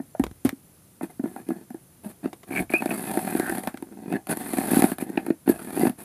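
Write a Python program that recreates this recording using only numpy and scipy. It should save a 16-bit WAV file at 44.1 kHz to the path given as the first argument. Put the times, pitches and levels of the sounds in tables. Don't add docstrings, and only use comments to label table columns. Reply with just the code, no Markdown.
import sys
import numpy as np
from scipy import signal
from scipy.fft import rfft, irfft, next_fast_len
from scipy.io import wavfile

SR = 44100
rng = np.random.default_rng(int(sys.argv[2]) if len(sys.argv) > 2 else 0)


def bounce(signal):
    frames = np.transpose(np.atleast_2d(signal))
    limited = np.clip(frames, -1, 1)
    pcm = np.round(limited * 32767).astype(np.int16)
    wavfile.write(sys.argv[1], SR, pcm)


N = 266359
THUMP_HZ = 268.5

# frequency in Hz, relative level in dB,
# decay time in seconds before damping by the jaws.
HIGHER_MODES = [(733.7, 19.5, 0.031), (822.6, 14.5, 0.028), (1290, 10, 0.0083), (1560, 12, 0.013),
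                (1735, 8.5, 0.048), (2050, 6.5, 0.03), (2490, 8, 0.02), (3370, 0.5, 0.005),
                (4350, -0.5, 0.013)]
# frequency in Hz, relative level in dB.
CRACKLE_SPECTRUM = [(1000, 4), (3000, -7), (4400, -6), (5600, -12.5), (7300, -9), (8800, -1.5),
                    (10800, 5.5), (12500, -0.5), (14500, -6), (16000, -14)]


def amp(db):
    return 10 ** (np.asarray(db) / 20)


def unit(x):
    return x / np.sqrt(np.mean(x ** 2) + 1e-20)


def peaked(x):
    return x / abs(x).max()


def add(mix, start, sound):
    part = mix[max(round(start * SR), 0):][:len(sound)]
    part += sound[:len(part)]


def colour(x, spectrum, size=4096):
    hz, db = np.transpose(spectrum)
    log_hz = np.log(abs(np.fft.fftfreq(size, 1 / SR)) + 1)
    log_gain = np.log(amp(np.interp(log_hz, np.log(hz), db)))
    response = np.fft.ifft(np.exp(np.conj(signal.hilbert(log_gain)))).real
    return signal.fftconvolve(x, response[:size // 2])[:len(x)]


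def wander(length, hz):
    size = next_fast_len(length, real=True)
    spectrum = rfft(rng.standard_normal(size)) / (1 + (np.fft.rfftfreq(size, 1 / SR) / hz) ** 4)
    return unit(irfft(spectrum, size)[:length])


def ring(x, hz, decay_s):
    phase = 2 * np.pi * np.cumsum(hz * np.ones(len(x))) / SR
    carrier = np.exp(1j * phase)
    pole = np.exp(-np.log(1000) / (decay_s * SR))
    envelope = signal.lfilter([(1 - pole) ** 2], [1, -2 * pole, pole ** 2], x / carrier + 1e-18)
    return (carrier * envelope).real


def blow(thump_db, clack_db, crack_db, hz, t60, top_hz, chatter_db, size=5000):
    t = np.arange(size) / SR
    rise_s, contact_s, crack_s, crumble_s = 0.002, 0.00072, 0.00046, 0.022
    swing = np.sin(2 * np.pi * hz * t) * (1 - np.exp(-(t / rise_s) ** 2)) * amp(-60 * (t / t60) ** 1.25)
    thump = signal.lfilter(*signal.butter(3, 125, "high", fs=SR), swing)
    crumble = np.exp(-t / crumble_s)
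    contact = rng.standard_normal(size) * (peaked(t * np.exp(-t / contact_s)) + amp(chatter_db) * crumble)
    modes = sum(amp(db) * unit(ring(contact, mode_hz * rng.uniform(0.927, 1.05), 0.34 * decay_s))
                for mode_hz, db, decay_s in HIGHER_MODES)
    clack = signal.lfilter(*signal.butter(4, top_hz, fs=SR), modes)
    burst = peaked(t * np.exp(-t / crack_s)) + amp(-15) * crumble
    crack = colour(rng.standard_normal(size) * burst, CRACKLE_SPECTRUM)
    return amp(thump_db) * peaked(thump) + amp(clack_db) * peaked(clack) + amp(crack_db) * peaked(crack)


def knocks(t60=0.042, hard_db=-11.5):
    # start in seconds, thump, clack and crack levels in dB, pitch of the struck spot in Hz.
    impacts = [(0.0, -22, -30.5, -50, 270), (0.1492, -24, -32, -49, 673), (0.196, -9, -23.5, -25, 270),
               (0.449, -8.5, -26, -18.5, 268.5), (0.527, -24, -65, -56, 271), (1.01, -28, -24, -44, 267),
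               (1.031, -19, -54, -30, 310), (1.195, -18, -33.5, -42, 264), (1.238, -15.5, -31, -57, 271),
               (1.256, -20.5, -30.5, -58, 321), (1.362, -31, -26.5, -36, 261),
               (1.488, -17, -35, -30.5, 310), (1.503, -19.5, -23.5, -52, 291), (1.515, -18, -56, -54, 282),
               (1.704, -29.5, -36.5, -37, 245), (1.744, -25.5, -36, -41, 315), (2.057, -27, -42, -45, 210),
               (2.244, -22, -29, -39, 292), (2.256, -21, -28.5, -49, 283)]
    out = np.zeros(N)
    for start, thump_db, clack_db, crack_db, hz in impacts:
        rebound = amp(0.63 * max(thump_db - hard_db, 0))
        ring_s = t60 * (THUMP_HZ / hz) ** 1.2 * rebound
        add(out, start, blow(thump_db, clack_db, crack_db, hz, ring_s, top_hz=1760, chatter_db=-15.5))
    return out


def reflections(x, t60=0.12, per_s=3000, size=12000):
    t = np.arange(size) / SR
    echoes = rng.standard_normal(size) * (rng.random(size) < per_s / SR)
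    response = echoes * (t > 0.004) * amp(-60 * t / t60)
    return signal.fftconvolve(x, response / np.linalg.norm(response))[:N]


def background_hush():
    # frequency in Hz, relative level in dB.
    spectrum = [(40, -10), (140, 0.5), (300, -7.5), (500, -14.5), (1000, -20.5), (3000, -27), (8000, -27.5),
                (10200, -18), (13000, -21), (15000, -27.5)]
    return amp(-55) * unit(colour(rng.standard_normal(N), spectrum))


def whine(hz=901):
    noise = rng.standard_normal(N)
    return amp(-65.5) * unit(sum(k ** 2 * ring(noise, k * hz, 0.03) for k in range(7, 13)))


def rocking(top_hz=90, fade_s=0.034, size=12000):
    # start in seconds, peak level in dB.
    pushes = [(0.2, -29), (2.588, -33), (5.497, -46)]
    out, t = np.zeros(N), np.arange(size) / SR
    for start, db in pushes:
        add(out, start, amp(db) * peaked(wander(size, top_hz) * np.sqrt(t) * np.exp(-t / fade_s)))
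    return out


def ticks(size=4000):
    # start in seconds, peak level in dB, fade in seconds, low edge in Hz.
    contacts = [(0.2385, -12.5, 0.0028, 200), (0.266, -20.5, 0.0025, 80), (0.313, -31.5, 0.0025, 100),
                (0.454, -18.5, 0.018, 150), (0.4921, -15, 0.0014, 1210), (2.33, -28, 0.0065, 297),
                (2.432, -36.5, 0.0071, 300), (3.773, -31, 0.0041, 1200)]
    # frequency in Hz, relative level in dB.
    spectrum = [(60, 30), (800, 7), (1400, 1), (2900, -4.5), (6000, -13), (10500, -10.5), (16000, -17.5)]
    out, t = np.zeros(N), np.arange(size) / SR
    for start, db, fade_s, low_hz in contacts:
        burst = colour(rng.standard_normal(size) * np.exp(-t / fade_s), spectrum)
        tick = signal.lfilter(*signal.butter(2, low_hz, "high", fs=SR), burst)
        add(out, start, amp(db) * peaked(tick))
    return out


def stroke_levels(bite_s=0.01, release_db_per_s=637):
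    # start and length in seconds, final force in dB, crushing (fizz over force) in dB,
    # change of force along the stroke in dB.
    strokes = [(1.018, 0.03, -37.5, -14, -5), (1.094, 0.02, -48, -8, -1), (1.226, 0.19, -44, -12, -3),
               (1.463, 0.072, -41.5, -13, 3.5), (1.551, 0.073, -46, -21, -7),
               (2.032, 0.08, -46, -5.5, -2.5), (2.227, 0.035, -31, -22.5, 10),
               (2.467, 0.14, -23, -11, 20.5), (2.697, .2, -44, -3.5, -6.5), (2.88, 0.71, -34.5, -4.5, 0.5),
               (3.592, 0.072, -41.5, -1, 11), (3.716, 0.28, -41.5, -24.5, 18),
               (4.008, 0.15, -24, -24.5, 18.5), (4.286, 0.041, -27, -6.5, 1.5),
               (4.357, 0.344, -32, -1, 9.5), (4.702, 0.1, -28.5, 1, 0.5), (4.827, 0.1, -36.5, -4, -9),
               (4.997, 0.039, -44, -1.5, -9), (5.059, 0.24, -39, -17.5, -1.5),
               (5.458, 0.047, -19.5, -11.5, 23.5), (5.522, 0.19, -38, -5.5, 5.5),
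               (5.714, 0.16, -25.5, -8.5, 8.5), (5.977, 0.055, -41, -4.5, -1)]
    t, power = np.arange(N) / SR, np.zeros((3, N))
    for start, length, force_db, crush_db, build_db in strokes:
        bite = np.clip((t - start) / bite_s, 0, 1)
        to_go = np.clip(1 - (t - start) / length, 0, 1)
        release_db = release_db_per_s * np.clip(t - start - length, 0, 1)
        force = bite * amp(force_db - build_db * to_go - release_db)
        grit_db = -2.5 + 0.44 * crush_db
        power += np.outer(amp([0, grit_db, crush_db]), force) ** 2
    return np.sqrt(power)


def slip_train(length, per_s, spread_db):
    waits = rng.gamma(2, SR / per_s / 2, length)
    onsets = (np.cumsum(waits) - waits[0]).astype(int)
    train = np.zeros(length)
    train[onsets[onsets < length]] = 1
    return train * amp(spread_db * rng.uniform(-0.78, 1, length)) * rng.choice([-1, 1], length)


def clicks(per_s, spread_db):
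    strength = amp(spread_db * np.minimum(rng.exponential(1, N), 4.7)) * rng.choice([-1, 1], N)
    return strength * (rng.random(N) < per_s / SR)


def tinkle(t60=0.007):
    out, t = np.zeros(N), np.arange(1200) / SR
    for hz in np.geomspace(7500, 14500, 32):
        ping = np.sin(2 * np.pi * hz * t) * amp(-60 * t / t60)
        out += signal.oaconvolve(clicks(per_s=80, spread_db=3.5), ping)[:N]
    return unit(out)


def grinding(chip_s=0.0016, creep_hz=9):
    rumble, grit, fizz = stroke_levels()
    clumps = amp(2 * wander(N, hz=70))
    chips = unit(slip_train(N, per_s=75, spread_db=6.5))
    slips = unit(unit(clicks(per_s=1400, spread_db=3) * clumps) + 1.5 * chips)
    t = np.arange(400) / SR
    chip_bursts = unit(signal.fftconvolve(chips, t * np.exp(-t / chip_s))[:N] * rng.standard_normal(N))
    fractures = unit(clicks(per_s=6500, spread_db=4) * clumps)
    modes = np.zeros(N)
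    for hz, db, decay_s in HIGHER_MODES:
        drift = 1 + 0.035 * wander(N, creep_hz)
        level = amp(db + 3 * wander(N, creep_hz))
        modes += level * unit(ring(slips, hz * drift, 0.6 * decay_s))
    breaking = unit(colour(fractures + 0.2 * chip_bursts, CRACKLE_SPECTRUM))
    ringing = unit(colour(tinkle() * clumps, CRACKLE_SPECTRUM))
    # frequency in Hz, relative level in dB.
    pane_response = [(25, -34), (80, -30), (165, 0), (270, 3.5), (390, -3), (520, -16.5), (1000, -34.5),
                     (3000, -55.5)]
    shaking = unit(colour(slips, pane_response))
    return rumble * shaking + grit * unit(modes) + fizz * unit(breaking + 0.85 * ringing)


def creaks(steel_hz=1740, decay_s=0.0075, tail=900):
    # start and length in seconds, pitch in Hz, peak level in dB, slips per second.
    slides = [(2.506, 0.073, 2300, -26.5, 87), (2.551, 0.057, 2305, -16, 180),
              (2.696, 0.035, 2360, -26, 162), (2.877, 0.052, 2490, -21.5, 100),
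              (3.27, 0.33, 1650, -27.5, 68), (3.451, 0.063, 1545, -24.5, 220),
              (4.131, 0.048, 1795, -28.5, 148), (5.174, 0.0044, 2550, -18, 250)]
    out = np.zeros(N)
    for start, length, hz, db, per_s in slides:
        n = int(length * SR)
        slips = np.pad(slip_train(n, per_s, spread_db=-1.5) * (0.5 + np.hanning(n)), (0, tail))
        pitch = hz * (1 + 0.015 * wander(n + tail, per_s))
        rasp = ring(slips, pitch, decay_s) + amp(-7) * ring(slips, steel_hz, decay_s)
        add(out, start, amp(db) * peaked(rasp))
    return out


def snaps():
    # start in seconds, then thump, clack and crack levels in dB.
    breaks = [(2.508, -22, -32, -45), (2.603, -15.5, -30, -41), (2.702, -31, -31, -50),
              (2.737, -12.5, -12, -20.5), (2.821, -19.5, -18, -26), (2.858, -15, -17.5, -22),
              (2.913, -21, -25, -30), (3.113, -26, -27, -19.5), (3.172, -11.5, -16.5, -29),
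              (3.191, -27, -23, -25), (3.275, -28, -20, -28), (3.35, -11, -19.5, -31),
              (3.397, -12.5, -17.5, -18.5), (3.496, -17.5, -23, -16.5), (3.519, -25, -32, -29),
              (3.549, -25.5, -24, -40), (3.582, -21, -25.5, -22), (3.635, -35, -26.5, -25),
              (3.673, -20, -16.5, -20), (3.742, -25.5, -30, -39), (3.824, -22, -32, -32),
              (4.125, -22, -21, -28), (4.165, -25, -29, -38), (4.27, -36, -32, -24), (4.294, -21, -23, -42),
              (4.302, -28, -21, -40), (4.371, -24.5, -28, -19.5), (4.414, -24.5, -30, -49),
              (4.534, -17.5, -23, -20.5), (4.584, -12.5, -18, -18), (4.715, -14, -19, -25),
              (4.732, -9.5, -18, -22), (4.768, -5.5, -17, -27), (4.79, -9, -30, -24),
              (4.8212, -9.5, -11.5, -9), (4.84, -3.5, -12.5, -14), (4.917, -16, -23, -22),
              (4.984, -30, -28, -21), (5.023, -16, -29.5, -42), (5.099, -20, -45, -33),
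              (5.174, -10.5, -13.5, -28.5), (5.264, -22, -26.5, -25.5), (5.282, -20, -44, -47),
              (5.303, -7.5, -22, -36), (5.476, -9, -20, -48), (5.495, -4, -41, -23),
              (5.773, -15, -22.5, -34), (5.795, -14.5, -33, -18.5), (5.832, -7.5, -27, -30),
              (5.852, -10.5, -21, -30), (5.868, -11, -18, -35), (5.896, -17.5, -27.5, -22)]
    out = np.zeros(N)
    for start, thump_db, clack_db, crack_db in breaks:
        hz = THUMP_HZ * rng.uniform(0.89, 1.24)
        add(out, start, blow(thump_db, clack_db, crack_db, hz, t60=0.025, top_hz=4300, chatter_db=-20))
    return out


def squeaks():
    # start and length in seconds, first and last pitch in Hz, level in dB.
    glides = [(2.735, 0.022, 2400, 2454, -21), (2.752, 0.022, 2480, 2548, -24.5),
              (2.783, 0.025, 2580, 2514, -35.5)]
    out = np.zeros(N)
    for start, length, first_hz, last_hz, db in glides:
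        n = int(length * SR)
        phase = 2 * np.pi * np.cumsum(np.linspace(first_hz, last_hz, n)) / SR
        tone = np.sin(phase) + amp(-39) * np.sin(2 * phase)
        flutter = 1 + 0.15 * wander(n, hz=220)
        add(out, start, amp(db) * unit(tone * flutter * signal.windows.tukey(n, 0.35)))
    return out


def crushes():
    # start and length in seconds, centre frequency in Hz, level in dB.
    crumbs = [(4.306, 0.021, 9840, -32), (5.49, 0.014, 12700, -32)]
    out = np.zeros(N)
    for start, length, hz, db in crumbs:
        n = int(length * SR)
        burst = rng.standard_normal(n) * np.sqrt(np.linspace(1, 0, n))
        add(out, start, amp(db) * unit(ring(burst, hz, decay_s=0.0012)))
    return out


def scene():
    glass = knocks() + snaps() + ticks() + grinding() + creaks() + squeaks() + crushes() + rocking()
    return (glass + background_hush() + amp(-14) * reflections(glass) + whine())[None]


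def record(dry, low_hz=60, top_hz=15300):
    thinned = signal.lfilter(*signal.butter(2, low_hz, "high", fs=SR), dry)
    low_pass = signal.firwin(401, top_hz, window=("kaiser", 9), fs=SR)
    return signal.oaconvolve(thinned, low_pass[None], "same")


dry = scene()
out = record(dry)
bounce(out)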